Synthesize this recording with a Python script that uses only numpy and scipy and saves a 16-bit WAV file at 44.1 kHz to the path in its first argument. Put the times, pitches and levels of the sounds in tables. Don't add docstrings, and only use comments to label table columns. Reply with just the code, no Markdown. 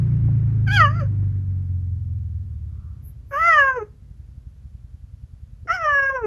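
import sys
import numpy as np
from scipy import signal
from scipy.fft import rfft, irfft
from scipy.io import wavfile
from scipy.ndimage import uniform_filter1d

SR = 44100
rng = np.random.default_rng(int(sys.argv[2]) if len(sys.argv) > 2 else 0)


def transcribe(u):
    v = np.clip(np.atleast_2d(u).T, -1, 1)
    q = np.round(v * 32767).astype(np.int16)
    wavfile.write(sys.argv[1], SR, q)


N = 276066
TIME = np.arange(N) / SR
TOP_HZ = 13100
USUAL_HZ, USUAL_DB = 600, -20

# time_s, cycles_per_s
ENGINE_SPEED = [(0, 30.2), (.15, 28.6), (2.15, 21.0), (3.3, 13.75), (4.0, 11.52), (5.0, 10.17),
                (6.26, 10.13)]
DRONE_LEVELS = [-25.5, -26, -20.5, -21.5, -31]
# frequency_hz, gain_db
THROUGH_WALL = [(15, -52.5), (30, -20.5), (50, -3.5), (85, -1.5), (105, -7), (130, -9), (165, -21),
                (230, -23), (350, -43.5), (700, -73.5), (2000, -102)]
# time_s, level_db
RUSH_FADE = [(0, -40), (1.05, -43), (2.0, -59.5), (3.6, -63), (6.26, -81)]
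# frequency_hz, gain_db
RUSH_SPECTRUM = [(60, -18), (200, 5), (300, 0), (500, -14.5), (750, -22.5), (1500, -23.5), (2200, -28.5),
                 (3200, -39), (7000, -51.5), (13000, -61)]
# frequency_hz, gain_db
AIR_SPECTRUM = [(100, -4.5), (500, 1.5), (900, -5.5), (1500, -6), (2300, -10.5), (4500, -13), (7000, -15),
                (9000, -20), (11300, -14.5), (13000, -27)]
# start_s, length_s, level_db, centre_hz, width_octaves
STRAW_STIRS = [(0.278, 0.021, -45.5, 635, 0.53), (2.597, 0.5, -68, 1190, 0.17),
               (3.013, 0.12, -54.5, 11870, 0.12), (3.246, 0.2546, -60.5, 11870, 0.1),
               (5.646, 0.026, -51, 292, 0.7)]
# frequency_hz, decay_s
ECHO_DECAY = [(300, 0.3), (1200, 0.3), (3000, 0.26), (8000, 0.24)]
# time_s, pitch_hz
MEOW_PITCH = [
    [(0.666, 812), (0.695, 734.4), (0.73, 834), (0.762, 813.6), (0.805, 657), (0.87, 554.3), (0.975, 684.6),
     (1, 662), (1.025, 554)],
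    [(3.308, 566.3), (3.35, 550.3), (3.405, 654.4), (3.48, 690.6), (3.56, 607), (3.62, 552.8), (3.69, 534),
     (3.77, 496), (3.81, 418.7)],
    [(5.672, 749), (5.693, 623.5), (5.742, 766.6), (5.8, 676), (5.87, 600), (5.94, 565.8), (6.01, 550),
     (6.15, 535.3), (6.26, 412.6)],
]
# time_s, level_db, mouth_opening (0 shut, 1 wide)
MEOW_EFFORT = [
    [(0.666, -44.5, 1), (0.678, -30.5, 0.8), (0.735, -21.5, 0.95), (0.782, -16.5, 0.87), (0.818, -9, 0.76),
     (0.858, -16.5, 0.62), (0.928, -41, 0.54), (0.99, -36.5, 0.8), (1.03, -35.5, 0.08), (1.07, -57.0, 0.44)],
    [(3.308, -48.5, 0.46), (3.34, -24.5, 0.47), (3.46, -15.5, 0.94), (3.54, -12.5, 0.77),
     (3.69, -16.0, 0.64), (3.753, -32, 0.4), (3.785, -22.0, 0.1), (3.803, -34.5, 0.27), (3.827, -22.5, 0),
     (3.89, -67.5, 0.02)],
    [(5.672, -39, 0.67), (5.705, -19, 0.69), (5.79, -29.5, 0.64), (5.825, -24.5, 0.55), (5.86, -18.5, 0.57),
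     (6.09, -18, 0.95), (6.135, -29, 0.32), (6.168, -21.5, 0.42), (6.208, -36, 0.35), (6.245, -18.5, 0.07)],
]
# bright_db, ring_db, squeal_hz, squeal_db, rasp_db, extra_starting_rasp_db
MEOW_COLOURS = [(-1, 19.5, 4750, 22.5, -26.5, 3.5), (-2.5, 12.5, 5130, 15, -32.5, 14),
                (-9.5, 13, 5590, 27.5, -41, 27)]
# frequency_hz, gain_db
THROAT_SPECTRUM = [(400, 10), (800, -2), (1500, 0), (2100, -5), (2500, -11), (3200, -17), (3800, -35),
                   (4500, -29), (5400, -29), (6500, -30), (7500, -32), (8600, -44), (10800, -31),
                   (13000, -39)]
# frequency_hz, gain_db
RASP_SPECTRUM = [(250, -16), (500, -5), (800, -16.5), (1500, -1), (2500, 9.5), (3200, 9), (3900, 2),
                 (5200, 11.5), (6300, 15.5), (7300, 2.5), (9000, -3), (12000, 11)]


def gain_of(db):
    return 10 ** (np.asarray(db) / 20)


def unit_level(x):
    return x / np.sqrt(np.mean(x ** 2) + 1e-20)


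def look_up(table, hz):
    f, value = np.transpose(table)
    return np.interp(np.log(hz + 1), np.log(f + 1), value)


def follow(table, t):
    times, *columns = np.transpose(table)
    return [np.interp(t, times, column) for column in columns]


def add(mix, start_s, sound):
    part = mix[max(round(start_s * SR), 0):][:len(sound)]
    part += sound[:len(part)]


def noise(colour):
    gain = gain_of(colour(np.fft.rfftfreq(N, 1 / SR)))
    return unit_level(irfft(rfft(rng.standard_normal(N)) * gain, N))


def waver(hz, size=N, step=32):
    slow = rng.standard_normal(N // step + 2)
    f = np.fft.rfftfreq(len(slow), step / SR)
    slow = unit_level(irfft(rfft(slow) / np.sqrt(1 + (f / hz) ** 4), len(slow)))
    return np.interp(np.arange(size) / step, np.arange(len(slow)), slow)


def peak(hz, centre_hz, width_hz):
    return 1 / (1 + (2 * (hz - centre_hz) / width_hz) ** 2)


def engine_drone(speed, cycles, boom_hz=108, full_speed_hz=25.82, even_firing_hz=23.16):
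    fade = gain_of(-1.55 * np.maximum(full_speed_hz - speed, 0))
    imbalance = np.tanh((speed - even_firing_hz) / 2.6)
    low = np.zeros(N)
    for k, db in enumerate(DRONE_LEVELS, 2):
        boom_db = -10 * np.log2(k * speed / boom_hz) ** 2
        strength = gain_of(db + boom_db + 1.5 * waver(8)) * (imbalance if k % 2 else 1)
        wall_shift = 1.85 * (k - 4.3) ** 2
        low += strength * np.cos(2 * np.pi * k * cycles + wall_shift)
    high = sum(gain_of(look_up(THROUGH_WALL, k * speed)) * np.cos(2 * np.pi * (k * cycles + rng.random()))
               for k in range(7, 13))
    return np.sqrt(2) * fade * low + gain_of(-47) * unit_level(high * fade)


def engine_thuds(speed, cycles, uneven_db=2.2, dull_hz=150, delay_s=0.0115, dip_s=3.4):
    force = gain_of(uneven_db * np.clip(rng.standard_normal(N), -1.5, 1.5)) / np.sqrt(speed)
    blows = np.diff(np.floor(cycles), prepend=0) * force
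    hz = np.fft.rfftfreq(N, 1 / SR)
    muffle = gain_of(look_up(THROUGH_WALL, hz)) / (1 + (hz / dull_hz) ** 2)
    delay = np.exp(-2j * np.pi * hz * delay_s)
    dip_db = -17.5 * np.exp(-((TIME - dip_s) / 0.34) ** 2)
    level_db = -40 + 0.02 * (speed - speed[-1]) + dip_db
    return unit_level(irfft(rfft(blows) * muffle * delay, N)) * gain_of(level_db)


def engine(idle_rumble_db=-47):
    speed, = follow(ENGINE_SPEED, TIME)
    cycles = np.cumsum(speed) / SR
    drone = engine_drone(speed, cycles)
    thuds = engine_thuds(speed, cycles)
    rumble = noise(lambda hz: look_up(THROUGH_WALL, hz)) * gain_of(idle_rumble_db) * speed / speed[-1]
    rush = noise(lambda hz: look_up(RUSH_SPECTRUM, hz)) * gain_of(follow(RUSH_FADE, TIME)[0] + waver(25))
    return drone + thuds + rumble + rush


def still_air(level_db=-70):
    return gain_of(level_db) * noise(lambda hz: look_up(AIR_SPECTRUM, hz))


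def straw(length_s, level_db, centre_hz, width_octaves):
    size = int(length_s * SR)
    rubbing = noise(lambda hz: -4 * (np.log2((hz + 1) / centre_hz) / width_octaves) ** 2)[:size]
    return gain_of(level_db) * rubbing * np.hanning(size)


def stall(sound, near_db=-14, tail_db=-23, bounces_per_s=2500):
    t = np.arange(SR // 2) / SR
    bounces = rng.choice([-1., 1.], len(t)) * (rng.random(len(t)) < bounces_per_s / SR) * (t > .003)
    near = bounces * np.exp(-t / 0.0097)
    hz, age, bands = signal.stft(bounces, SR, nperseg=256)
    decay = gain_of(-60 * age / look_up(ECHO_DECAY, hz)[:, None])
    tail = signal.istft(bands * decay, SR, nperseg=256)[1][:len(t)]
    echo = gain_of(near_db) * near / np.linalg.norm(near) + gain_of(tail_db) * tail / np.linalg.norm(tail)
    return sound + signal.fftconvolve(sound, echo)[:N]


def throat(hz, age_s, pitch, level_db, mouth, colour):
    bright_db, ring_db, squeal_hz, squeal_db = colour
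    tension, push_db = pitch / USUAL_HZ, level_db - USUAL_DB
    low_hz = np.interp(mouth, [0, 1], [407, 1589])
    high_hz = np.interp(mouth, [0, 1], [1394, 1937]) * tension ** .68
    vowel = 21.5 * peak(hz, low_hz, 520) + 18 * peak(hz, high_hz, 240)
    ring_hz = 2900 * tension ** .3
    ring = (ring_db + 0.82 * push_db) * peak(hz, ring_hz, 480)
    notch = -12 * peak(hz, ring_hz + 680, 420)
    squeal = squeal_db * peak(hz, squeal_hz * tension ** -0.16, 900)
    hiss = 15 / tension ** 2 * peak(hz, 6300, 900)
    treble = bright_db + 0.17 * push_db + 27 * np.log2(tension) - 13 * np.exp(-age_s / 0.0098)
    treble = treble * np.clip(hz / 2000 - 1, 0, 1)
    return look_up(THROAT_SPECTRUM, hz) + vowel + ring + notch + np.maximum(squeal, hiss) + treble


def breath_rasp(phase, start_s, tune, effort, colour, puff_depth=0.67):
    size = len(phase)
    puffs = rng.standard_normal(N)[:size] * (1 + puff_depth * np.cos(phase))
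    hz, age, bands = signal.stft(puffs, SR, nperseg=512, noverlap=384)
    t = start_s + age
    throat_db = throat(hz[:, None], age, *follow(tune, t), *follow(effort, t), colour)
    shape = gain_of(throat_db + look_up(RASP_SPECTRUM, hz)[:, None])
    bands = bands * shape / np.linalg.norm(shape, axis=0)
    return unit_level(signal.istft(bands, SR, nperseg=512, noverlap=384)[1][:size])


def meow(tune, effort, colour_row, settle_s=0.33, harmonics=26):
    *colour, rasp_db, starting_rasp_db = colour_row
    t = np.arange(effort[0][0], max(tune[-1][0], effort[-1][0]), 1 / SR)
    age, size = t - t[0], len(t)
    level_db, mouth = follow(effort, t)
    pitch = uniform_filter1d(follow(tune, t)[0], size=700)
    rough_db = rasp_db + starting_rasp_db * np.exp(-age / settle_s)
    rough_db = np.minimum(rough_db - 0.76 * (level_db - USUAL_DB), 0)
    octaves_per_s = abs(np.gradient(np.log2(pitch))) * SR
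    slide = np.minimum(uniform_filter1d(octaves_per_s, size=1300), 4)
    rough_db += 3 * slide * np.clip(-rough_db / 20 - 1.5, 0, 1)
    pitch *= 1 + .002 * waver(40, size)
    pitch *= 1 + .053 * gain_of(rough_db) * waver(100, size)
    phase = 2 * np.pi * np.cumsum(pitch) / SR
    k = np.arange(1, harmonics + 1)[:, None]
    hz = k * pitch
    smear = np.array([waver(170, size) for _ in k])
    smear *= (.6 + .2 * slide) * np.clip((hz - 1750) / 3800, .04, 1)
    flicker_db = 1.97 * np.array([waver(22, size) for _ in k])
    waves = np.cos(k * phase + smear + 2 * np.pi * rng.random(k.shape))
    strengths = gain_of(throat(hz, age, pitch, level_db, mouth, colour) + flicker_db) * (hz < TOP_HZ)
    tone = np.sqrt(2) * (strengths * waves).sum(0) / np.linalg.norm(strengths, axis=0)
    voice = tone + gain_of(rough_db) * breath_rasp(phase, t[0], tune, effort, colour)
    return t[0], voice * gain_of(level_db + waver(22, size)) * signal.windows.tukey(size, .01)


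def scene():
    cat = np.zeros(N)
    for tune, effort, colour_row in zip(MEOW_PITCH, MEOW_EFFORT, MEOW_COLOURS):
        add(cat, *meow(tune, effort, colour_row))
    for start_s, *stir in STRAW_STIRS:
        add(cat, start_s, straw(*stir))
    return (stall(cat) + engine() + still_air())[None]


def record(dry):
    low_pass = signal.firwin(511, TOP_HZ, window=("kaiser", 9), fs=SR)
    return signal.oaconvolve(dry, low_pass[None], "same")


dry = scene()
out = record(dry)
transcribe(out)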